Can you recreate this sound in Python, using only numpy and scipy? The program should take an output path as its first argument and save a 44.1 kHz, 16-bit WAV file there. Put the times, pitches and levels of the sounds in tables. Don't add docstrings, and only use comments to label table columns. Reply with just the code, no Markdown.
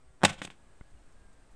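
import sys
import numpy as np
from scipy import signal
from scipy.fft import rfft, irfft
from scipy.io import wavfile

SR = 44100
rng = np.random.default_rng(int(sys.argv[2]) if len(sys.argv) > 2 else 0)


def generate_wav(sig):
    pcm = np.round(np.clip(np.atleast_2d(sig).T, -1, 1) * 32767).astype(np.int16)
    wavfile.write(sys.argv[1], SR, pcm)


def volts(x):
    e = np.asarray(x, float) / 20
    return 10 ** e


N = 68355
T = np.arange(N) / SR


def rms_one(x):
    return x / np.sqrt(np.mean(x ** 2) + 1e-20)


def ring(x, hz, t60):
    radius, w = volts(-60 / (max(t60, .001) * SR)), 2 * np.pi * hz / SR
    return signal.lfilter([0, np.sin(w)], [1, -2 * radius * np.cos(w), radius ** 2], x + 1e-18)


def low(x, hz, order=2):
    return signal.sosfilt(signal.butter(order, hz, fs=SR, output="sos"), x)


def high(x, hz, order):
    return signal.sosfilt(signal.butter(order, hz, "high", fs=SR, output="sos"), x)


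def coloured(points, tilt_db=0, size=N):
    hz = np.maximum(np.fft.rfftfreq(size, 1 / SR), 1)
    p = np.array(points, float)
    db = np.interp(np.log(hz), np.log(p[:, 0]), p[:, 1]) + tilt_db * np.log2(hz / 2000)
    return rms_one(irfft(rfft(rng.standard_normal(size)) * volts(db), size))


def slow_noise(hz, order=2):
    return rms_one(low(rng.standard_normal(2 * N), hz, order)[N:])


def bell(centre, length):
    return np.exp(-.5 * ((T - centre) / length) ** 2)


# frequency in Hz, level in dB per Hz.
AIR = [(40, 3.5), (435, -8.5), (691, -10), (1620, -15.5), (2700, -21.5), (5500, -27.5), (8500, -26.5),
       (13500, -50.5)]


def garden_air():
    return volts(-63) * coloured(AIR)


def wind_rumble():
    gust_db, calm_db = 3.5, -11
    calm = np.clip(3 - 10 * T, 0, 1)
    gust = volts(gust_db * slow_noise(4.2) + calm_db * calm)
    return low(volts(-58) * gust * slow_noise(30, order=1), 60)


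# time in seconds, frequency in Hz, rms level in dB.
HUM = [
    (.55, 1670, -84),
    (.75, 1660, -79),
    (.89, 1670, -77),
    (.95, 1660, -90),
    (1.12, 1640, -88),
    (1.18, 1630, -75),
    (1.33, 1590, -76),
    (1.45, 1570, -83),
]


def far_hum():
    s, hz, db = np.transpose(HUM)
    level = volts(np.interp(T, s, db, left=-120, right=-120))
    waver = 1 + .25 * slow_noise(25)
    phase = 2 * np.pi * np.cumsum(np.interp(T, s, hz)) / SR
    return np.sqrt(2) * level * waver * np.sin(phase)


def tone_burst(s, length_s, hz, db):
    return volts(db) * bell(s, length_s) * np.sin(2 * np.pi * hz * T)


def wind_and_bird():
    thump = tone_burst(.085, .025, 60.6, -56)
    puff = tone_burst(.635, .0064, 65, -57)
    chirp = tone_burst(.975, .011, 2864, -74.5)
    return thump + puff + chirp


# centre in seconds, Gaussian length in seconds, level in dB, frequency in Hz.
RUSTLES = [
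    (.91, .006, -78, 7000),
    (1.10, .015, -72, 1500),
    (1.127, .006, -76, 6000),
    (1.335, .006, -77, 6500),
    (1.52, .012, -79, 8000),
]


def leaves():
    friction = rng.standard_normal(N)
    out = np.zeros(N)
    for s, length, db, hz in RUSTLES:
        out += volts(db) * bell(s, length) * rms_one(ring(friction, hz, 6 / hz))
    return out


# frequency in Hz, level in dB, decay t60 in seconds.
BUMP_RINGS = [
    (1500, -53, 0.022),
    (2110, -50.5, 0.019),
]


def bump():
    click = np.zeros(N)
    click[int(.8106 * SR)] = 1
    tick = low(click, 2600, order=4)
    push = np.roll(ring(click, 65.7, .011), 12)
    out = volts(-45.5) * tick / tick.max() - volts(-38) * push / push.max()
    for hz, db, t60 in BUMP_RINGS:
        out += volts(db) * ring(tick / tick.sum(), hz, t60)
    return out


def scatter(x):
    t60, cut_hz, first_return_s = .3, 2500, .0045
    t = T[:SR // 2]
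    tail = low(rng.standard_normal(len(t)), cut_hz, order=1)
    tail *= volts(-60 * t / t60) * (t > first_return_s)
    return volts(-25) * signal.fftconvolve(x, tail / np.sqrt(np.sum(tail ** 2)))[:N]


# frequency in Hz, level in dB, decay t60 in seconds.
BOARD = [(108, -13, .12), (158, -17, 0.16), (195.1, -3, 0.076), (295, -11.5, 0.069), (358, -6, 0.026),
         (542, -14, .05), (777.6, -10.5, 0.022), (850, -6, 0.02), (1110, -10.5, .02), (1551, -8.5, 0.019),
         (1865, -8, 0.013), (2620, -11, 0.023), (3672, -6, .01), (5220, -14.5, .006)]


def board(force, offsets_db):
    out = np.zeros(len(force))
    for (hz, db, t60), offset in zip(BOARD, offsets_db):
        out += volts(db + offset) * ring(force, hz, t60)
    return out


# start in seconds, swell in seconds, rms level in dB,
# fade t60 in seconds, brightness in dB per octave.
SLAPS = [(.2335, .0005, -25, .02, 0.1), (.2362, .0008, -25, .018, 0.1), (.2392, .0008, -26, .025, 0.1),
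         (.2478, .0032, -13, .022, 0.7), (.2512, .0015, -12, .014, -0.4), (.2545, .002, -27, .07, 0.1),
         (.2790, .003, -36, .05, -2.5), (.2880, .011, -34, .04, 0.1), (.3020, .004, -40, .08, -2.5),
         (.3220, .010, -47, .10, 0.1), (.3760, .014, -51, .12, -1.5), (.4175, .0015, -39, .06, -1.2),
         (.4220, .018, -47, .09, 2.6), (.4480, .003, -37, .028, 3.2), (.4680, .006, -52, .05, -0.5),
         (.5030, .002, -54, .12, -1.5)]
# frequency in Hz, level in dB per Hz.
SOLE = [(300, -8.5), (1200, -4), (2460, -1), (3440, 0), (4520, -10.5), (7200, -12), (9000, -18),
        (12000, -33.5), (14000, -41)]


def slaps():
    size = 8192
    out, t = np.zeros(N), np.arange(size) / SR
    for s, swell, db, t60, tilt_db in SLAPS:
        shape = np.where(t < swell, (t / swell) ** 0.67, volts(-60 * (t - swell) / t60))
        burst = shape * coloured(SOLE, tilt_db, size)
        burst *= np.sqrt(np.sum(shape ** 2) / np.sum(burst ** 2))
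        i = int(s * SR)
        out[i:i + size] += volts(db) * burst
    return out + volts(-32.5) * board(out, np.zeros(len(BOARD)))


# start in seconds, peak level in dB, pitch of the rubber snap in Hz, board share in dB.
KNOCKS = [(.2337, -15, 1500, 3), (0.2358, -23.5, 3860, 1), (0.239, -7.5, 860, -4),
          (0.2485, -17.5, 804.5, 4), (0.2521, -10, 1500, -6), (0.257, -15, 790, -8.5),
          (0.2801, -29.5, 1500, -9.5), (0.297, -37, 3165, -30), (0.4175, -24, 2020, -3),
          (0.421, -28.5, 1500, -6), (.4490, -38, 530, 3.5), (.4760, -31, 2400, -17.5),
          (0.4797, -44.5, 300, -13), (0.5026, -32, 2810, -15), (0.5061, -44, 2800, -41)]


def knocks():
    strike_spread_db, snap_cycles, contact_ratio = 3, 4.9, 1.7
    out = np.zeros(N)
    click = np.eye(1, SR // 4)[0]
    edge = low(click, 5000)
    for s, db, snap_hz, board_db in KNOCKS:
        force = low(click, contact_ratio * snap_hz)
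        body = board(force, strike_spread_db * rng.standard_normal(len(BOARD)))
        snap = ring(force, snap_hz, snap_cycles / snap_hz)
        knock = volts(board_db) * body / np.abs(body).max()
        knock += snap / snap.max() + volts(-8) * edge / edge.max()
        i = int(s * SR)
        out[i:i + len(knock)] -= volts(db) * knock
    return out


FORE_TICKS_DB = [
    -17,
    -19,
    -33.5,
]


def stretch(air, hits):
    grain_s, landing_s, end_s, feedback = .0079, .2332, .2, .55
    lag = int(grain_s * SR)
    combed = sum(feedback ** k * np.roll(air, k * lag) for k in range(16)) * np.sqrt(1 - feedback ** 2)
    normal = np.clip((T - end_s + .03) / .075, 0, 1)
    gate = (T > landing_s) * (T < landing_s + grain_s * .7)
    first = hits * gate * np.exp(-np.maximum(T - landing_s, 0) / .002)
    first = low(first, 8000, order=1)
    fore = sum(volts(db) * np.roll(first, -(k + 1) * lag) for k, db in enumerate(FORE_TICKS_DB))
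    return normal * air + (1 - normal) * volts(-2.5) * combed + fore


def scene():
    hits = slaps() + knocks()
    hits = high(hits + scatter(hits), 110, order=3)
    far = wind_rumble() + far_hum() + wind_and_bird() + leaves()
    mid = stretch(garden_air(), hits) + far + bump() + hits
    side = volts(-35) * np.roll(mid - low(mid, 2400), 9)
    return np.array([mid + side, mid - side])


def band_limit(x):
    return signal.sosfilt(signal.butter(12, 14070, fs=SR, output="sos"), x)


def record(dry):
    port_hz, port_width_hz, port_lift, clip = 8400, 1200, 1.1, 3.6
    radius, w = np.exp(-np.pi * port_width_hz / SR), 2 * np.pi * port_hz / SR
    gain = (1 - radius ** 2) / 2
    port = signal.lfilter([gain, 0, -gain], [1, -2 * radius * np.cos(w), radius ** 2], dry)
    x = dry + port_lift * port
    x = clip * np.tanh(x / clip)
    x = signal.sosfilt(signal.cheby2(10, 50, 14350, fs=SR, output="sos"), x)
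    return band_limit(x - .0013)


dry = scene()
out = record(dry)
generate_wav(out)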